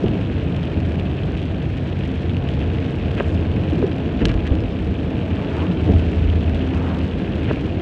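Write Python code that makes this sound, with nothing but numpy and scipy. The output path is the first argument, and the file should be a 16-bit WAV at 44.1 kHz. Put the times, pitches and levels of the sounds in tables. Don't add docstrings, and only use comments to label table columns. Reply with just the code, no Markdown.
import sys
import numpy as np
from scipy import signal
from scipy.fft import rfft, irfft
from scipy.io import wavfile
from scipy.ndimage import uniform_filter1d

SR = 44100
rng = np.random.default_rng(int(sys.argv[2]) if len(sys.argv) > 2 else 0)


def wav_record(signal):
    frames = np.transpose(np.atleast_2d(signal))
    bounded = np.clip(frames, -1, 1)
    quanta = np.round(bounded * 32767).astype(np.int16)
    wavfile.write(sys.argv[1], SR, quanta)


N = 344421
TIME = np.arange(N) / SR
RING_TIME = TIME[:SR // 4]

# pitch_hz, level_db
ROAD_TONE = [(20, -53.5), (32, -28.5), (49, -10.5), (65, -3.5), (82, -6.5), (118, -8.5), (190, -9.5),
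             (290, -12.5), (460, -17.5), (680, -23), (850, -31.5), (1300, -39.5), (3000, -72),
             (12000, -110)]
# pitch_hz, width_hz, added_level_db
CABIN_RESONANCES = [(82.6, 3.7, -5), (136.4, 9, -4.5), (164, 18, -3), (194, 30, -4), (263.1, 17, 0.5),
                    (314.2, 17, 2), (426, 37, -11.5), (641, 16, -8.5), (702, 21, -6)]
# time_s, level_db
TYRE_LEVELS = [(0, -23.5), (1.1, -23.5), (1.8, -26), (2.9, -23), (3.8, -22.5), (4.85, -24.5), (5.45, -23),
               (6.6, -23.5), (7.8, -23)]
# start_s, length_s, shake_db, boom_db
UNEVEN_ROAD = [(2.624, 0.085, -43, -23), (3.202, 0.36, -36, -21), (4.22, 0.49, -31, -25.5),
               (5.834, 0.22, -30, -19), (6.2, 0.32, -28, -29), (7.488, .02, -31, -31)]
# time_s, rate_hz
FIRING_RATES = [(0, 47), (1, 46.5), (2.3, 44.75), (3.2, 44.85), (4.3, 45.05), (5, 45.85), (6, 47.15),
                (7.8, 48.7)]
# times_firing_rate, start_s, length_s, level_db
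WHINES = [(2, 5.2, 1.2, -32), (4, 5.8, 1.6, -37), (6, 5.2, 1, -37), (8, 5.6, 2.2, -42),
          (9, 5.3, 1.1, -42.5), (10.15, 2.1, 4.1, -43), (14, 5.2, 1.4, -45), (18.75, 2.5, 1.9, -52.5),
          (18.75, 5.1, .9, -50.5)]
# pitch_hz, start_s, length_s, level_db
DRONES = [(134.5, 0, 3.9, -31.5), (81, 6.04, .48, -21.5), (81, 6.78, .2, -23), (260, 6.0, 1.0, -31),
          (932, 6.77, .22, -48)]
# time_s, level_db
RAIN_LEVELS = [(0, -42.5), (1.5, -44.5), (2.5, -43), (4.2, -43.5), (4.8, -44.5), (5.6, -42), (7.8, -43)]
# pitch_hz, level_db
RAIN_TONE = [(300, -19), (850, -0.5), (1200, -5.5), (1600, 1.5), (2050, -2.5), (2550, 0), (3200, -4.5),
             (4000, -11.5), (5000, -20.5), (6800, -28), (8600, -33), (10500, -43.5), (15000, -54.5)]
WINDSCREEN_HZ = [2620, 2540, 2870, 3150]
# start_s, length_s, level_db
PUDDLES = [(5.4, .02, -43), (5.587, 0.055, -36.5), (6.77, 0.19, -38)]
# start_s, peak_db, pitch_hz, rise_s, decay_s
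BUMPS = [(0.039, -10, 378, 0.0023, 0.0052), (0.056, -10.5, 99, 0.0023, 0.012),
         (0.489, -20, 174, 0.01, 0.02), (0.965, -18, 163, .008, 0.031), (3.726, -11, 292, 0.0018, 0.0043),
         (3.747, -15, 163, 0.0015, 0.0093), (4.217, -7, 210, 0.0031, 0.0049),
         (4.229, -14.5, 49, 0.0045, 0.044), (4.249, -12, 151, 0.0017, .022),
         (4.296, -12.5, 121, .003, 0.018), (4.264, -16, 341, 0.0022, 0.0077),
         (4.353, -13.5, 58, 0.003, 0.016), (4.514, -6.5, 68, 0.0035, 0.01),
         (5.689, -15, 182, 0.0075, 0.021), (5.883, -8, 88, .01, 0.025), (5.889, -15, 433, .003, 0.014),
         (5.893, -11.5, 191, 0.0033, .016), (5.937, -9, 83, .025, 0.026), (7.482, -7.5, 125, 0.0041, 0.006)]
# start_s, level_db, pitch_hz
BIG_DROPS = [(0.083, -23, 2900), (0.214, -24, 2520), (0.9968, -22, 2550), (1.701, -31, 1830),
             (2.037, -24.5, 2800), (2.368, -20.5, 2680), (2.489, -20.5, 2900), (3.6366, -27, 2690),
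             (5.9955, -26, 2870), (6.3005, -24, 3050), (7.4445, -23.5, 2580), (7.5595, -23, 2500)]
# start_s, length_s, level_db
FLUNG_WATER = (3.175, 0.17, -63.5)
# pitch_hz, level_db, decay_s
WIPER_NOTES = [(423, 1, 0.0055), (600, 4, 0.0026), (984, -3.5, 0.0019), (1250, -5, 0.0014),
               (1605, -1, 0.0016), (2750, -13, .0012)]
# start_s, peak_db, brightness_hz
WIPER_KNOCKS = [(3.1795, -17, 3500), (3.2005, -13, 3500), (3.206, -6.5, 1800), (3.8265, -13.5, 1300),
                (7.5045, -14, 805), (7.5114, -9, 1560)]
# start_s, peak_db
BLADE_SLAPS = [(3.179, -21), (3.2002, -17), (7.498, -27), (7.504, -24)]
# time_s, peak_db, pitch_hz
ARM_SHUDDERS = [(3.786, -12.5, 357), (3.831, -16, 473), (3.8435, -7.5, 387)]
# start_s, length_s, level_db
BLADE_SCRAPES = [(3.182, 0.023, -34.5), (7.485, 0.026, -35)]
# peak_time_s, rise_s, peak_db
SQUEAKS = [(3.35, .02, -57), (3.43, .02, -66), (4.61, .015, -59), (4.73, 0.046, -60)]
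# pitch_hz, level_db, decay_s
TRIM_NOTES = [(1690, 1, 0.004), (3130, 19, 0.00055), (4000, 12, 0.00057), (5300, 3, 0.00035),
              (8100, -15, .0005)]
# start_s, level_db, brightness_hz
TRIM_CLICKS = [(4.2543, -4.5, 5900), (4.2573, -15, 4000), (4.285, -21, 6000), (4.293, -19.5, 4500),
               (4.3158, -20.5, 2400), (4.341, -22.5, 2500), (4.469, -22, 2400), (4.4755, -23, 2400),
               (4.553, -23, 2500), (4.605, -26, 2500)]
# peak_time_s, level_db
TRIM_RATTLES = [(4.215, -31.5), (4.297, -33.5), (4.472, -35.5)]


def gain(db):
    return 10 ** (np.asarray(db) / 20)


def unit(x):
    return x / np.sqrt(np.mean(x ** 2))


def combined_db(*gains):
    return 10 * np.log10(sum(g ** 2 for g in gains))


def curve(rows):
    return np.interp(TIME, *np.transpose(rows))


def wander(rate_hz):
    step = max(int(SR / rate_hz), 2)
    levels = np.repeat(rng.standard_normal(N // step + 1), step)
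    return unit(uniform_filter1d(levels, step)[:N])


def swell(start_s, length_s, rise_s, fade_s):
    before = np.minimum(TIME - start_s, 0)
    after = np.maximum(TIME - start_s - length_s, 0)
    return np.exp(before / rise_s - after / fade_s)


def band(x, low_hz, high_hz, order=2):
    edges_hz = [low_hz, min(high_hz, SR / 2 - 1)]
    return signal.sosfilt(signal.butter(order, edges_hz, "band", fs=SR, output="sos"), x)


def shape_tone(x, points, size=8192):
    hz, db = np.transpose(points)
    grid_hz = np.maximum(np.arange(size // 2 + 1) * SR / size, 1)
    response = gain(np.interp(np.log(grid_hz), np.log(hz), db))
    cepstrum = irfft(np.log(response))
    cepstrum[1:size // 2] *= 2
    cepstrum[size // 2 + 1:] = 0
    return signal.fftconvolve(x, irfft(np.exp(rfft(cepstrum))))[:N]


def add(out, start_s, x, peak_db):
    i = int(start_s * SR)
    out[i:i + len(x)] += (gain(peak_db) * x / np.abs(x).max())[:N - i]


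def ring(hz, decay_s):
    return np.sin(2 * np.pi * hz * RING_TIME) * np.exp(-RING_TIME / decay_s)


def impacts(per_s, spread_db, cap):
    chance, size = rng.random(N), rng.exponential(size=N)
    hits = np.flatnonzero(chance < per_s / SR)
    out = np.zeros(N)
    out[hits] = gain(spread_db * np.minimum(size[hits], cap)) * rng.choice([-1, 1], N)[hits]
    return out


def scatter(hits, tail_db, decay_s):
    fade = np.exp(-1 / (decay_s * SR))
    energy = signal.lfilter([1 - fade], [1, -fade], hits ** 2)
    return hits + gain(tail_db) * np.sqrt(energy) * rng.standard_normal(N)


def road_levels(tyre_db):
    shakes, booms, roars = [gain(-34)], [gain(-25.5)], [gain(tyre_db)]
    for start_s, length_s, shake_db, boom_db in UNEVEN_ROAD:
        rocking = swell(start_s, length_s, rise_s=0.096, fade_s=0.12)
        shakes.append(rocking * gain(shake_db))
        booms.append(rocking * gain(boom_db))
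    for start_s, db, *_ in BUMPS:
        roars.append(swell(start_s, 0, rise_s=0.0099, fade_s=0.074) * gain(db - 12.5))
    return combined_db(*shakes), combined_db(*booms), combined_db(*roars)


def road(shake_db, boom_db, roar_db):
    noise = shape_tone(rng.standard_normal(N), ROAD_TONE)
    noise = noise + sum(gain(db) * band(noise, hz - width / 2, hz + width / 2, order=1)
                        for hz, width, db in CABIN_RESONANCES)
    shake = unit(band(noise, 25, 60.8, order=6)) * gain(shake_db + 1.1)
    boom = unit(band(noise, 66.1, 109, order=4)) * gain(boom_db - 1)
    roar = unit(band(noise, 107, 16000, order=6)) * gain(roar_db + 0.5 * wander(14))
    return shake + boom + roar


def engine(boom_db, hum_hz=81.5):
    hum_phase = 2 * np.pi * np.cumsum(hum_hz * (1 + 0.02226 * wander(10))) / SR
    out = unit(np.sin(hum_phase)) * gain(boom_db - 7.5 + 1.3 * wander(4.1))
    firing_hz = curve(FIRING_RATES) * (1 + 0.0014 * wander(20))
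    firing_phase = 2 * np.pi * np.cumsum(firing_hz) / SR
    for multiple, start_s, length_s, db in WHINES:
        whine = unit(np.sin(multiple * firing_phase)) * gain(db + 2.8 * wander(10))
        out += whine * swell(start_s, length_s, rise_s=0.18, fade_s=0.18)
    return out


def cabin_drones():
    out = np.zeros(N)
    for hz, start_s, length_s, db in DRONES:
        phase = 2 * np.pi * np.cumsum(hz + 1.592 * wander(12)) / SR
        note = unit(np.sin(phase)) * gain(db + 1.5 * wander(9))
        out += note * swell(start_s, length_s, rise_s=0.09, fade_s=0.085)
    return out


def glass_tap(hz, rise_s=0.00034):
    return ring(hz, decay_s=0.00048) * (1 - np.exp(-RING_TIME / rise_s))


def rain():
    glass = 0
    for hz in np.geomspace(1000, 7000, num=9):
        hits = scatter(impacts(per_s=130, spread_db=4, cap=3.2), tail_db=0.5, decay_s=0.0011)
        glass = glass + band(hits, hz / 1.51, hz * 1.46, order=1)
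    fine_drops = impacts(per_s=3000, spread_db=-0.5, cap=1.5)
    patter = unit(shape_tone(glass, RAIN_TONE))
    hiss = unit(shape_tone(fine_drops, RAIN_TONE)) * gain(-2)
    ringing = sum(signal.fftconvolve(impacts(per_s=46, spread_db=6, cap=2.47), glass_tap(hz))[:N]
                  for hz in WINDSCREEN_HZ)
    pings = unit(band(ringing, 1300, 3900)) * gain(-4)
    small_drops = scatter(impacts(per_s=75, spread_db=7, cap=2.5), tail_db=-4, decay_s=0.0012)
    ticks = unit(band(shape_tone(small_drops, RAIN_TONE), 4200, 15000, order=1))
    ticks *= gain(-10.5 + wander(4.7))
    roof = unit(band(impacts(per_s=130, spread_db=-0.5, cap=6.2), 260, 750)) * gain(-3)
    return (patter + hiss + pings + ticks + roof) * gain(curve(RAIN_LEVELS) + 0.37 * wander(20))


def wheel_spray(tyre_db):
    puddles = (swell(start_s, length_s, rise_s=0.067, fade_s=0.041) * gain(db)
               for start_s, length_s, db in PUDDLES)
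    level_db = combined_db(gain(tyre_db - 27), *puddles)
    swish = unit(band(rng.standard_normal(N), 720, 1400))
    drumming = unit(band(rng.standard_normal(N), 320, 600)) * gain(2)
    return (swish + drumming) * gain(level_db + 1.4 * wander(40))


def bumps():
    out = np.zeros(N)
    for start_s, db, hz, rise_s, decay_s in BUMPS:
        onset = 1 - np.exp(-(RING_TIME / rise_s) ** 2)
        add(out, start_s, ring(hz, decay_s) * onset, db)
    return out


def big_drops():
    out = np.zeros(N)
    for start_s, db, hz in BIG_DROPS:
        add(out, start_s, glass_tap(hz), db)
    return band(scatter(out, tail_db=-15, decay_s=0.0018), 900, 6400)


def flung_water():
    start_s, length_s, db = FLUNG_WATER
    droplets = scatter(impacts(per_s=400, spread_db=4, cap=2), tail_db=-2, decay_s=0.001)
    sprinkle = unit(band(droplets, 4200, 8000)) * gain(db)
    return sprinkle * swell(start_s, length_s, rise_s=0.012, fade_s=0.041)


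def wiper():
    out = np.zeros(N)
    knock = sum(gain(db) * ring(hz, decay_s) for hz, db, decay_s in WIPER_NOTES)
    for start_s, db, brightness_hz in WIPER_KNOCKS:
        add(out, start_s, band(knock, 144, brightness_hz, order=4), db)
    for start_s, db in BLADE_SLAPS:
        add(out, start_s, band(glass_tap(hz=2630), 900, 3800), db)
    for time_s, db, hz in ARM_SHUDDERS:
        shudder = gain(db) * np.cos(2 * np.pi * hz * (TIME - time_s))
        out += shudder * swell(time_s, 0, rise_s=0.005, fade_s=0.0051)
    scraping = sum(swell(start_s, length_s, rise_s=0.012, fade_s=0.0045) * gain(db)
                   for start_s, length_s, db in BLADE_SCRAPES)
    slips = unit(band(impacts(per_s=2500, spread_db=-3.5, cap=2.2), 1300, 2720, order=3))
    return out + slips * scraping


def wiper_squeaks(pitch_hz=5170):
    phase = 2 * np.pi * np.cumsum(pitch_hz * (1 + 0.002 * wander(60))) / SR
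    loudness = sum(swell(time_s, 0, rise_s, fade_s=0.008) * gain(db) for time_s, rise_s, db in SQUEAKS)
    return np.sin(phase) * loudness


def loose_trim():
    clicks = np.zeros(N)
    for start_s, db, brightness_hz in TRIM_CLICKS:
        click = sum(gain(note_db + 2 * rng.standard_normal()) * ring(hz, decay_s)
                    for hz, note_db, decay_s in TRIM_NOTES)
        add(clicks, start_s, band(click, 700, brightness_hz, order=1), db)
    shaking = sum(swell(time_s, 0, rise_s=0.015, fade_s=0.015) * gain(db) for time_s, db in TRIM_RATTLES)
    rattle = unit(band(impacts(per_s=640, spread_db=2, cap=3.6), 1100, 2900, order=3)) * shaking
    return band(scatter(clicks, tail_db=-10, decay_s=0.0014), 700, 6900, order=3) + rattle


def scene():
    tyre_db = curve(TYRE_LEVELS)
    shake_db, boom_db, roar_db = road_levels(tyre_db)
    car = road(shake_db, boom_db, roar_db) + engine(boom_db) + cabin_drones() + bumps()
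    wiping = wiper() + flung_water() + wiper_squeaks()
    return (car + wiping + loose_trim() + rain() + big_drops() + wheel_spray(tyre_db))[None]


def record(dry, top_hz=15500):
    return signal.sosfilt(signal.ellip(8, 0.2, 70, top_hz, fs=SR, output="sos"), dry)


dry = scene()
out = record(dry)
wav_record(out)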